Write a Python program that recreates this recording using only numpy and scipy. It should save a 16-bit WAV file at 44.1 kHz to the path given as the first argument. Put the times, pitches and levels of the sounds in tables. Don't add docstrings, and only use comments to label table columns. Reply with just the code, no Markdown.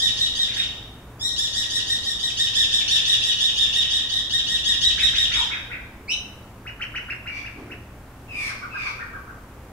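import sys
import numpy as np
from scipy import signal
from scipy.fft import rfft, irfft, next_fast_len
from scipy.io import wavfile
from scipy.ndimage import map_coordinates

SR = 44100
rng = np.random.default_rng(int(sys.argv[2]) if len(sys.argv) > 2 else 0)


def output_pcm(signal):
    pcm = np.clip(np.atleast_2d(signal).T, -1, 1) * 32767
    wavfile.write(sys.argv[1], SR, np.round(pcm).astype(np.int16))


N = 428652

SWEEP_HZ, FULL_DB, SWEEP_HZ_PER_DB = 589.4, -18, 14
# first note t/s, last note t/s, share of the sweep in the first note
BOUTS = [(-.025, .528, 0.99), (1.19, 2.188, 0.55), (2.363, 3.888, 1), (4.086, 4.086, 0.92),
         (4.291, 5.313, 0.91)]
# t/s, relative level/dB, brightness/dB, weight of the fundamental/dB
EFFORT = [(0, -18.5, -11.5, -18.5), (.53, -22, -14.5, -19), (1.19, -21.5, -9, -24), (1.5, -23, -8.5, -14),
          (2.19, -22.5, -11.5, -19), (2.5, -17.5, -12, -14.5), (3.25, -16.5, -14, -19.5),
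          (3.75, -17.5, -17, -20), (4.29, -20, -15, -17.5), (4.7, -16.5, -14.5, -17.5),
          (5.31, -18, -16.5, -19.5)]
def calling_bird():
    out = np.zeros(N + 2 * SR)
    times, *controls = np.transpose(EFFORT)
    for first_s, last_s, opening in BOUTS:
        count = 1 + round((last_s - first_s) / .172)
        for i, s in enumerate(np.linspace(first_s, last_s, count)):
            db, bright_db, fundamental_db = [np.interp(s, times, control) for control in controls]
            sweep_hz = (SWEEP_HZ + SWEEP_HZ_PER_DB * (db - FULL_DB)) * (opening if i == 0 else 1)
            top_hz = rng.normal(1887.7, 13.28)
            add(out, s, amp(db + 5.5) * loud_note(top_hz, sweep_hz, bright_db, fundamental_db))
    return out


RISE_S, HOLD_S, FALL_S = .052, .011, .06
# f/Hz, gain/dB
THROAT = [(1200, -28), (1600, -8.5), (1900, 1), (2600, 0.5), (3200, -1.5), (3750, -2.5), (4300, 2.5),
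          (5500, 1.5), (7500, -14.5), (8300, -13.5), (9400, -12.5), (11000, -20), (15000, -25)]
def loud_note(top_hz, sweep_hz, bright_db, fundamental_db):
    t = np.arange(int((RISE_S + HOLD_S + FALL_S) * SR)) / SR
    pace = t + .003 * wobble(35, len(t))
    rising = np.clip(1 - pace / RISE_S, 0, None) ** 1.45
    falling = np.clip((pace - RISE_S - HOLD_S) / FALL_S, 0, None) ** 1.8
    hz = top_hz - sweep_hz * (rising + falling)
    effort_db = -14 * rising ** 1.15 - 17 * falling ** 1.6
    overtone_db = 1.5 * rising - 8 * falling
    strain = sweep_hz / SWEEP_HZ
    jitter = .006 + .036 * strain * rising ** .7 + .085 * falling ** .6
    phase = syrinx(hz, jitter, rate=1100)
    hoarseness = strain * (.4 - .12 * rising) + .4 * falling
    attack = 1 - np.exp(-t * strain ** 3 / .003)
    levels = [fundamental_db + .88 * effort_db,
              effort_db,
              -4.5 + .96 * bright_db + overtone_db,
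              bright_db + 6 + overtone_db + .68 * effort_db]
    levels += [bright_db + .5 - 1.5 * (k - 5) + .86 * overtone_db + .96 * effort_db for k in range(5, 9)]
    note = np.zeros(len(t))
    for k, db in enumerate(levels, 1):
        partial = np.sin(k * phase + rasp(len(t), hoarseness * max(k - 2.2, 0)))
        note += amp(db + along(THROAT, k * hz)) * partial
    flutter = amp(2.33 * wobble(103.7, len(t)))
    return attack * flutter * note * signal.windows.tukey(len(t), .12)


# t/s, length/s, start f/Hz, top f/Hz, relative level/dB, overtone/dB
SQUEAK = [(6.074, 0.062, 2080, 3080, -22, -8), (6.103, 0.044, 3670, 3880, -29, -26)]
def squeak():
    out = np.zeros(N + 2 * SR)
    for s, length, start_hz, top_hz, db, overtone_db in SQUEAK:
        u = np.linspace(0, 1, int(length * SR))
        hz = start_hz + (top_hz - start_hz) * np.sin(1.5 * u)
        phase = syrinx(hz, jitter=.025, rate=820)
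        levels = [0, overtone_db, overtone_db - 17.5, overtone_db - 29]
        tone = sum(amp(level) * np.sin(k * phase) for k, level in enumerate(levels, 1))
        envelope = np.abs(np.sin(np.pi * u ** 1.38))
        add(out, s, amp(db + 6.5) * envelope * tone)
    return out


CHIP_S, CHIP_DIP_S, CHIP_SWING_S, CHIP_LOW_HZ = .0565, .011, .044, 1313
# t/s, top f/Hz, relative level/dB
CHIPS = [(6.647, 2850, -34.5), (6.792, 2900, -28.5), (6.934, 2920, -28), (7.079, 2790, -29),
         (7.249, 2800, -32), (7.434, 2730, -36.5), (7.689, 2790, -38.5)]
def chips():
    out = np.zeros(N + 2 * SR)
    t = np.arange(int(CHIP_S * SR)) / SR
    swing = np.abs(np.sin(np.pi * (t - CHIP_DIP_S) / CHIP_SWING_S)) ** 1.6
    attack = np.minimum(t / .016, 1)
    envelope = amp(-7 * (1.5 - swing)) * attack * signal.windows.tukey(len(t), .2)
    for s, top_hz, db in CHIPS:
        hz = CHIP_LOW_HZ + (top_hz - CHIP_LOW_HZ) * swing
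        add(out, s, amp(db + 8.5) * envelope * whistle(hz, jitter=.026, overtone_db=-23))
    return out


PIPE_S = .056
# t/s, top f/Hz, relative level/dB
PIPES = [(.47, 2775, -37), (.555, 2830, -31.5), (4.97, 2774, -26), (5.125, 2624, -28.5),
         (5.303, 2583, -26.5), (5.335, 1473, -34.5), (5.365, 1028, -31), (5.494, 2490, -26),
         (5.694, 2516, -29), (8.476, 1670, -35), (8.605, 1538, -33), (8.725, 1590, -31.5),
         (8.84, 1416, -32), (8.979, 1790, -31.5), (9.12, 1648, -35), (9.26, 1592, -40)]
def pipes():
    out = np.zeros(N + 2 * SR)
    u = np.linspace(0, 1, int(PIPE_S * SR))
    swing = np.abs(np.sin(np.pi * u)) ** 1.7
    envelope = amp(-2.5 * (1.5 - swing)) * signal.windows.tukey(len(u), .35)
    for s, top_hz, db in PIPES:
        start_hz = 820 * (top_hz / 1000) ** .42
        hz = start_hz + (top_hz - start_hz) * swing
        add(out, s, amp(db + 3) * envelope * whistle(hz, jitter=.05, overtone_db=-32))
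    return out


# t/s, length/s, fundamental's start f/Hz and end f/Hz,
# relative level/dB, hoarse overtones/dB, sizzle from 8 kHz up/dB
WHINES = [(7.257, .17, 1225, 1122, -36, -12, -7), (8.274, .25, 1376, 1058, -33.5, -7.5, 5),
          (8.691, .235, 1366, 1108, -35.5, -8, -4)]
# f/Hz, gain/dB
WHINE_COLOUR = [(1200, 0.5), (2400, 7.5), (3500, -1), (4200, 1), (5400, 4.5), (6200, -7.5), (7500, -11.5),
                (9500, -11.5), (13000, -22)]
def whines():
    out = np.zeros(N + 2 * SR)
    for s, length, start_hz, end_hz, db, hoarse_db, sizzle_db in WHINES:
        u = np.linspace(0, 1, int(length * SR))
        hz = start_hz + (end_hz - start_hz) * u ** .7
        phase = syrinx(hz, jitter=.032 + .028 * u, rate=1100)
        overtones = np.zeros(len(u))
        for k in range(1, 13):
            colour_db = along(WHINE_COLOUR, k * hz) + along([(6000, 0), (8000, sizzle_db)], k * hz)
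            overtones += amp(colour_db) * np.sin(k * phase + rasp(len(u), depth=.15 + .9 * u))
        voice = np.sin(2 * phase) + amp(hoarse_db + 3.5 - 25.6 * (1 - u)) * overtones
        envelope = np.abs(np.sin(np.pi * u)) ** 1.01
        add(out, s, amp(db + 3) * envelope * voice)
    return out


# peak t/s, half-width/s, level/dB
WINGS = [(7.599, 0.023, -44), (7.678, 0.1, -42)]
def wings():
    t = np.arange(N) / SR
    strokes = sum(amp(db) * np.exp(-((t - s) / width) ** 2) for s, width, db in WINGS)
    return strokes * rush([(100, -28), (250, 1), (380, .5), (600, -13), (2000, -20), (10000, -49)])


SPLASH_DB, SPLASH_T60_S = 2.5, .034
# f/Hz, t60/s
WOODS = [(500, .8), (2000, .85), (3700, .72), (6000, .66), (9000, .5), (15000, .32)]
def foliage_echo(crown_t60, woods_db, lag_s):
    hz, t, noise = signal.stft(rng.standard_normal((3, SR)), SR, nperseg=256)
    direction = np.exp(-1j * np.pi * hz * lag_s)[..., None]
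    splash = noise[2] * amp(SPLASH_DB - 60 * t / SPLASH_T60_S) * direction
    decay = amp(-60 * t / crown_t60) + amp(woods_db - 60 * t / along(WOODS, hz)[:, None])
    onset = 1 - np.exp(-t / .0018)
    tail = signal.istft((splash + noise[:2] * decay) * onset, SR, nperseg=256)[1]
    return tail / np.linalg.norm(tail, axis=1, keepdims=True)


def in_trees(call, lag_ms, direct_db, echo_db, crown_t60, woods_db):
    hop = SR // 3
    lag_s = np.array([[1], [-1]]) * lag_ms / 1000
    echo = np.zeros((2, len(call) + 2 * SR))
    for start in range(0, len(call) - 2 * hop, hop):
        piece = call[start:start + 2 * hop] * np.sin(np.linspace(0, np.pi, 2 * hop))
        if piece.any():
            answer = signal.fftconvolve(piece[None], foliage_echo(crown_t60, woods_db, lag_s), axes=1)
            echo[:, start:start + answer.shape[1]] += answer
    direct = filtered(call[SR:SR + N], lambda hz: np.exp(-1j * np.pi * hz * lag_s))
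    return amp(direct_db) * direct + amp(echo_db) * echo[:, SR:SR + N]


# f/Hz, relative spectral level/dB
AIR = [(20, -7.5), (31, -8), (42, -0.5), (101, -3.5), (169, -10), (260, -7.5), (340, -12), (600, -15),
       (1140, -17.5), (1800, -22), (4150, -34.5), (15500, -37)]
def air():
    breeze_db = .4 * wobble(3, N)
    return amp(-43.5 + breeze_db) * rush(AIR)


SWELL_AT_S, SWELL_WIDTH_S = 5.04, .47
def rumble():
    t = np.arange(N) / SR
    receding = amp(-49.5 - .8 * t)
    swell = amp(-41) * np.exp(-((t - SWELL_AT_S) / SWELL_WIDTH_S) ** 2)
    spectrum = [(20, -23), (35, -21), (50, 0), (75, -12), (140, -17), (400, -38), (1000, -120)]
    return (receding + swell) * rush(spectrum)


# f/Hz, level/dB
HUM = [(51, -60), (77, -52.5), (115.5, -48.5), (194, -59)]
def machinery():
    t = np.arange(N) / SR
    return sum(amp(db + 1.95 * wobble(5, N)) * np.sin(2 * np.pi * hz * t + 1.96 * wobble(6, N))
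               for hz, db in HUM)


# f/Hz, left-right likeness
COHERENCE = [(60, 1), (250, 0.99), (500, 0.95), (1000, 0.86), (2000, 0.36), (8000, 0.033)]
def rush(spectrum):
    def response(hz):
        turn = np.arccos(np.clip(along(COHERENCE, hz), -1, .999)) / 2
        return amp(along(spectrum, hz)) * [np.cos(turn), np.sin(turn)]
    mid, side = filtered(rng.standard_normal((2, N)), response)
    pair = np.array([mid + side, mid - side])
    return pair / np.sqrt(np.mean(pair ** 2))


def syrinx(hz, jitter, rate):
    return 2 * np.pi * np.cumsum(hz * (1 + jitter * wobble(rate, len(hz)))) / SR


def whistle(hz, jitter, overtone_db):
    phase = syrinx(hz, jitter, rate=451.6)
    return sum(amp(db) * np.sin(k * phase) for k, db in enumerate([0, overtone_db, overtone_db - 15], 1))


def rasp(size, depth):
    return depth * wobble(1000, size)


def wobble(rate, size):
    knots = rng.standard_normal(int(size * rate / SR) + 4)
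    return map_coordinates(knots, [np.arange(size) * rate / SR])


def amp(db):
    return 10 ** (np.asarray(db) / 20)


def along(points, hz):
    f, values = np.transpose(points)
    return np.interp(np.log(np.abs(hz) + 1), np.log(f + 1), values)


def filtered(x, response):
    size = next_fast_len(N + SR // 2)
    return irfft(rfft(x, size) * response(np.fft.rfftfreq(size, 1 / SR)), size)[..., :N]


def add(track, s, sound):
    start = round((s + 1) * SR)
    track[start:start + len(sound)] += sound[:len(track) - start]


def scene():
    hidden = in_trees(calling_bird(), lag_ms=.11, direct_db=-9.5, echo_db=-1, crown_t60=.035, woods_db=-5)
    near = in_trees(chips(), lag_ms=-.07, direct_db=-2.5, echo_db=-1.5, crown_t60=.16, woods_db=-7)
    far = in_trees(pipes(), lag_ms=-.07, direct_db=-14, echo_db=1, crown_t60=.26, woods_db=-5)
    rising = in_trees(squeak(), lag_ms=.047, direct_db=-10, echo_db=-1.5, crown_t60=.31, woods_db=-11.5)
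    falling = in_trees(whines(), lag_ms=-.13, direct_db=-3.5, echo_db=2, crown_t60=.14, woods_db=.5)
    to_the_left = amp([[.6], [-.6]])
    birds = hidden + rising + near + to_the_left * (far + falling)
    return birds + wings() + air() + rumble() + machinery()


def record(dry):
    return filtered(dry, lambda hz: hz < 15750)


dry = scene()
out = record(dry)
output_pcm(out)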